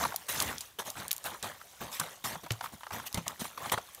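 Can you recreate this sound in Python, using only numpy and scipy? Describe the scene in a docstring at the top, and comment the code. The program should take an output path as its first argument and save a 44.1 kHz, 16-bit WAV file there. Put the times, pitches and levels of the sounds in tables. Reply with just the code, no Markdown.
"""Gravel crunches under a horse's hooves from the first instant, with stones knocking hollowly.
Each crunch layers dense random contacts of fine grit and coarser stones over low noise from the soil.
A faint breeze of coloured noise hisses throughout; knocks and pebble clicks are resonant noise bursts.
Later, firm steps thud as dying low tones of steady pitch with a slap; the yard adds weak, dull scatter."""
import sys
import numpy as np
from scipy import signal
from scipy.fft import rfft, irfft
from scipy.io import wavfile
from scipy.ndimage import uniform_filter1d

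SR = 44100
rng = np.random.default_rng(int(sys.argv[2]) if len(sys.argv) > 2 else 0)


def wav_out(sig):
    """Save sig, one row per channel (or a flat mono array), as 16-bit PCM at SR to the path in sys.argv[1]."""
    wavfile.write(sys.argv[1], SR, np.round(np.clip(np.atleast_2d(sig).T, -1, 1) * 32767).astype(np.int16))


N = 176400
T = np.arange(N) / SR  # s
BRIEF = T[:12000]  # time axis of one short sound, s


def amp(db):
    """Decibels to gain."""
    return 10 ** (np.asarray(db) / 20)


def unit(x):
    """Scales to rms 1."""
    return x / np.sqrt(np.mean(x ** 2) + 1e-20)


def add(mix, start_s, sound):
    """Mixes a sound in at its start time, cutting it at the end of the mix."""
    part = mix[max(round(start_s * SR), 0):][:len(sound)]
    part += sound[:len(part)]


def colour(x, points):
    """Shapes the spectrum by (Hz, dB) points joined along log frequency; rms 1."""
    point_hz, point_db = np.transpose(points)
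    hz = np.fft.rfftfreq(len(x), 1 / SR)
    gain_db = np.interp(np.log(hz + 1), np.log(point_hz), point_db)
    return unit(irfft(rfft(x) * amp(gain_db), len(x)))


def fade(t60_s):
    """A short envelope that falls 60 dB in t60_s seconds."""
    return amp(-60 * BRIEF / t60_s)


def burst(hz, q, t60_s, rise_s=1 / SR):
    """A rough, dying contact: fading noise through one resonance, applied twice; peak 1."""
    resonance = signal.iirpeak(hz, q, fs=SR)
    contact = rng.standard_normal(len(BRIEF)) * np.minimum(BRIEF / rise_s, 1) * fade(t60_s)
    ringing = signal.lfilter(*resonance, signal.lfilter(*resonance, contact))
    return ringing / abs(ringing).max()


def grains(level, per_s, spread_db, cycles, lo_hz, hi_hz, count=28):
    """Random contacts between stones of many sizes: dense under the hoof, single ticks as they settle."""
    thinning = 0.38  # contacts a second follow this power of the level
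    busy = (level / level.max()) ** thinning
    out = np.zeros(N)
    for hz in np.geomspace(lo_hz, hi_hz, count):
        strength_db = spread_db * np.minimum(rng.exponential(size=N), 3.5)
        strength = amp(strength_db) * np.sign(rng.standard_normal(N))
        hits = strength * (rng.random(N) < busy * per_s / count / SR)
        ring = np.exp(-BRIEF * hz / cycles) * np.sin(2 * np.pi * hz * BRIEF)
        out += np.sqrt(hz) * signal.oaconvolve(hits, unit(ring))[:N]
    return out / np.sqrt(busy)  # evens out the power; the layer's level is applied later


def patchy(x, depth_db=3):
    """The colour drifts as the hoof meets different stones: smoothed random gain over time and pitch."""
    spectrum = signal.stft(x, nperseg=512, noverlap=384)[2]
    across_pitch = uniform_filter1d(rng.standard_normal(spectrum.shape), 5, 0)
    drift = unit(uniform_filter1d(across_pitch, 12, 1))
    return unit(signal.istft(spectrum * amp(depth_db * drift), nperseg=512, noverlap=384)[1][:N])


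# Hooves landing, rolling or dragging:
# (start_s, rise_s, fall_20db_s [time to fall 20 dB], grit_db, stones_db, soil_db)
HOOF_CRUNCHES = [ (-0.015, 0.045, 0.127, -37.5, -36, -41), (0.284, 0.0073, 0.1492, -32, -38.5, -51.5),
                 (0.33, 0.09, 0.1457, -36.5, -38, -44), (0.455, 0.0366, 0.09, -40, -39, -42.5),
                 (0.786, 0.007, 0.042, -36, -34.5, -48), (0.848, 0.0304, 0.0629, -42, -44.5, -54.5),
                 (0.951, 0.055, 0.1071, -46, -40, -48), (1.243, 0.0209, .06, -37, -38, -50),
                 (1.29, .055, .04, -52, -43, -55), (1.426, 0.01855, 0.1127, -41, -37, -46.5),
                 (1.803, 0.0183, 0.11, -44, -38, -45.5), (1.913, 0.0306, 0.0871, -38.5, -52, -73),
                 (1.995, 0.00276, 0.1258, -42, -35.5, -50.5), (2.240, 0.0074, 0.1034, -32.5, -39, -45),
                 (2.29, 0.0489, 0.04, -45.5, -39.5, -48), (2.432, 0.007, 0.05, -49, -45.5, -47.5),
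                 (2.721, 0.019, .03, -52, -49, -47), (2.502, .006, 0.08, -47, -43, -51),
                 (2.624, 0.0197, 0.0713, -46, -44, -54.5), (2.916, 0.0229, 0.1408, -42.5, -38, -46.5),
                 (3.057, 0.0177, 0.0143, -37, -49, -81), (3.142, 0.0035, 0.08, -47, -39, -41),
                 (3.172, 0.00306, 0.0306, -38, -35, -35), (3.258, 0.0218, 0.088, -48, -41.5, -50),
                 (3.393, 0.0204, 0.04, -36.5, -43, -50), (3.442, 0.0029, 0.065, -40, -43, -52),
                 (3.574, 0.003, 0.06, -47, -42.5, -57), (3.59, 0.08, 0.16, -47, -43.5, -52),
                 (3.717, 0.008, 0.023, -27.5, -28, -41.5), (3.735, 0.00676, 0.0116, -37.5, -27, -38),
                 (3.772, 0.0097, 0.0018, -44, -31.5, -41)]
# Loose gravel trickling: (time_s, grit_level_db)
LOOSE_TRICKLE = [(0, -54.5), (.66, -53.5), (.76, -70.5), (.9, -56.5), (1.75, -58), (2.12, -53), (2.2, -60),
                 (4, -56)]


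def gravel_levels(trickle_stones_db=-3):
    """Each hoof presses and releases grit, stones and soil; powers add over a trickle of loose gravel."""
    loose = amp(np.interp(T, *np.transpose(LOOSE_TRICKLE)))
    power = np.square([loose, amp(trickle_stones_db) * loose, np.zeros(N)])
    for start_s, rise_s, fall_s, *layers_db in HOOF_CRUNCHES:
        t = np.maximum(T - start_s, 0)
        press = np.sqrt(np.minimum(t / rise_s, 1)) * amp(-20 * np.maximum(t - rise_s, 0) / fall_s)
        power += np.square(amp(layers_db)[:, None] * press)
    return np.sqrt(power)


# Tone of the fine grit: (freq_hz, gain_db)
GRIT_COLOUR = [(700, -10.5), (1600, -4), (3500, 1), (4800, -5.5), (6000, 0), (7800, -3), (15500, -2)]


def grit(level):
    """Fine grit scuffs: thousands of tiny, bright contacts a second."""
    contacts = grains(level, per_s=26000, spread_db=4.3, cycles=2, lo_hz=1481, hi_hz=14360)
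    return level * patchy(colour(contacts, GRIT_COLOUR))


# Tone of the coarser stones: (freq_hz, gain_db)
STONES_COLOUR = [(200, -19), (550, -4), (950, 0), (1400, -4.5), (2000, -6), (2600, -17), (3800, -11),
                 (5000, -17.5), (12000, -45)]


def stones(level):
    """Coarser stones grind: fewer contacts that ring lower and slightly longer in cycles."""
    contacts = grains(level, per_s=4500, spread_db=3.5, cycles=2.4, lo_hz=347.3, hi_hz=4470)
    return level * patchy(colour(contacts, STONES_COLOUR))


# Tone of the shaken soil: (freq_hz, gain_db)
SOIL_COLOUR = [(30, -48), (70, -2.5), (110, 0.5), (240, -2), (3000, -52.5)]


def soil(level):
    """The soil below shakes as low noise that follows the hoof's pressure."""
    return level * colour(rng.standard_normal(N), SOIL_COLOUR)


def gravel():
    """Grit, stones and soil sound together, each riding its own pressure curve."""
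    on_grit, on_stones, on_soil = gravel_levels()
    return grit(on_grit) + stones(on_stones) + soil(on_soil)


# Tone of the breeze: (freq_hz, gain_db)
BREEZE_COLOUR = [(22, -38), (55, 6), (400, -7.5), (1600, -7.5), (15000, -12)]


def breeze(level_db=-62):
    """A faint breeze: steady coloured noise."""
    return amp(level_db) * colour(rng.standard_normal(N), BREEZE_COLOUR)


# Stones knocked together under a hoof: (start_s, level_db, pitch_hz)
STONE_KNOCKS = [(0.035, -21.5, 1135), (0.051, -21, 900), (0.121, -30.5, 932), (0.141, -30, 700),
                (0.411, -28, 1001), (1.612, -36, 1232), (2.806, -40, 1000), (2.354, -30, 893),
                (2.462, -35, 898), (2.608, -24, 971.5), (2.639, -29.5, 1031), (2.657, -29.5, 1100),
                (2.832, -32.5, 1125), (2.866, -30.5, 1020), (2.906, -31, 960), (2.997, -30.5, 1145),
                (3.265, -31, 772), (3.449, -30.5, 878), (3.575, -31, 1000), (3.657, -30, 897),
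                (3.782, -26, 785)]


def knocks(ring_q=1.7, rise_s=.003, t60_s=0.0257, crack_db=-9, crack_hz=3000, crack_q=.45):
    """A brief, rough contact on a larger stone rings one hollow resonance, with a light crack on top."""
    out = np.zeros(N)
    for start_s, level_db, pitch_hz in STONE_KNOCKS:
        crack = amp(crack_db) * burst(crack_hz, crack_q, t60_s, rise_s)
        ring = burst(pitch_hz, ring_q, t60_s, rise_s)
        add(out, start_s, amp(level_db) * (ring + crack))
    return out


def yard(x, level_db=-20.5, t60_s=0.27):
    """Weak, dull scatter from the ground and the trees: a fading noise tail smears the sound."""
    tail = colour(rng.standard_normal(len(BRIEF)), [(1000, 0), (15000, -5.5)]) * fade(t60_s)
    return amp(level_db) * signal.fftconvolve(x, tail / np.linalg.norm(tail))[:N]


# Kicked pebbles striking the gravel: (start_s, level_db, brightest_hz, t60_s)
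PEBBLE_CLICKS = [(0.161, -18, 10880, 0.0144), (0.402, -13, 5210, 0.0146), (0.423, -15, 10500, 0.0256),
                 (0.582, -25, 4820, .012), (0.607, -26, 6561, .05), (0.902, -22, 8700, 0.015),
                 (1.0815, -19, 7530, 0.00315), (1.1095, -21, 3620, 0.0123), (1.1142, -13, 10820, 0.0111),
                 (1.1298, -12.5, 8880, 0.00294), (1.165, -23, 10000, 0.0045), (1.1808, -25.5, 9500, 0.0048),
                 (1.2414, -25.5, 6900, 0.0118), (1.427, -23, 5800, 0.0138), (1.998, -17, 7700, 0.0257),
                 (2.5061, -20.5, 2670, .018), (2.519, -24, 6700, 0.0188), (3.1277, -21.5, 8100, .004),
                 (3.145, -15.5, 6030, 0.0129), (3.280, -17, 6450, 0.0128), (3.697, -24.5, 2960, .02),
                 (3.948, -29, 9700, 0.0142)]


def clicks(snap_q=0.724, rattle_db=-21.5, rattle_t60_s=0.069):
    """A pebble snaps against another and rattles the grit around it at the same resonance."""
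    out = np.zeros(N)
    for start_s, level_db, brightest_hz, t60_s in PEBBLE_CLICKS:
        snap = burst(brightest_hz, snap_q, t60_s)
        rattle = amp(rattle_db) * burst(brightest_hz, snap_q, rattle_t60_s)
        add(out, start_s, amp(level_db) * (snap + rattle))
    return out


# Weight coming down on the ground: (start_s, level_db, pitch_hz, t60_s)
WEIGHT_THUDS = [(2.010, -35, 158.5, 0.075), (2.360, -39.5, 170.5, 0.0586), (2.507, -24, 113.5, 0.0837),
                (3.177, -25.5, 174, .055), (3.207, -34.5, 176, 0.039), (3.417, -22, 199.8, 0.0211),
                (3.737, -36, 111, 0.066)]


def thuds(rise_s=0.00686, slap_db=-8, slap_hz=430, slap_q=0.72):
    """The hoof slaps down and the ground bounces under the weight as a dying low sine of steady pitch."""
    out = np.zeros(N)
    for start_s, level_db, pitch_hz, t60_s in WEIGHT_THUDS:
        swell = np.minimum(BRIEF / rise_s, 1)
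        decay = amp(-60 * (BRIEF / t60_s) ** 1.402)  # slow at first, then steeper
        bounce = swell * decay * np.sin(2 * np.pi * pitch_hz * BRIEF)
        slap = amp(slap_db) * burst(slap_hz, slap_q, t60_s)
        add(out, start_s, amp(level_db) * (bounce + slap))
    return out


def scene():
    """The horse on the gravel, the yard's reply and the breeze, as one channel."""
    horse = gravel() + knocks() + clicks() + thuds()
    return (horse + yard(horse) + breeze())[None]


def record(dry, edge_hz=15700):
    """Band limit: a steep low-pass removes the top of the treble."""
    low_pass = signal.firwin(301, edge_hz, window=("kaiser", 8), fs=SR)
    return signal.oaconvolve(dry, low_pass[None], "same")


dry = scene()
out = record(dry)
wav_out(out)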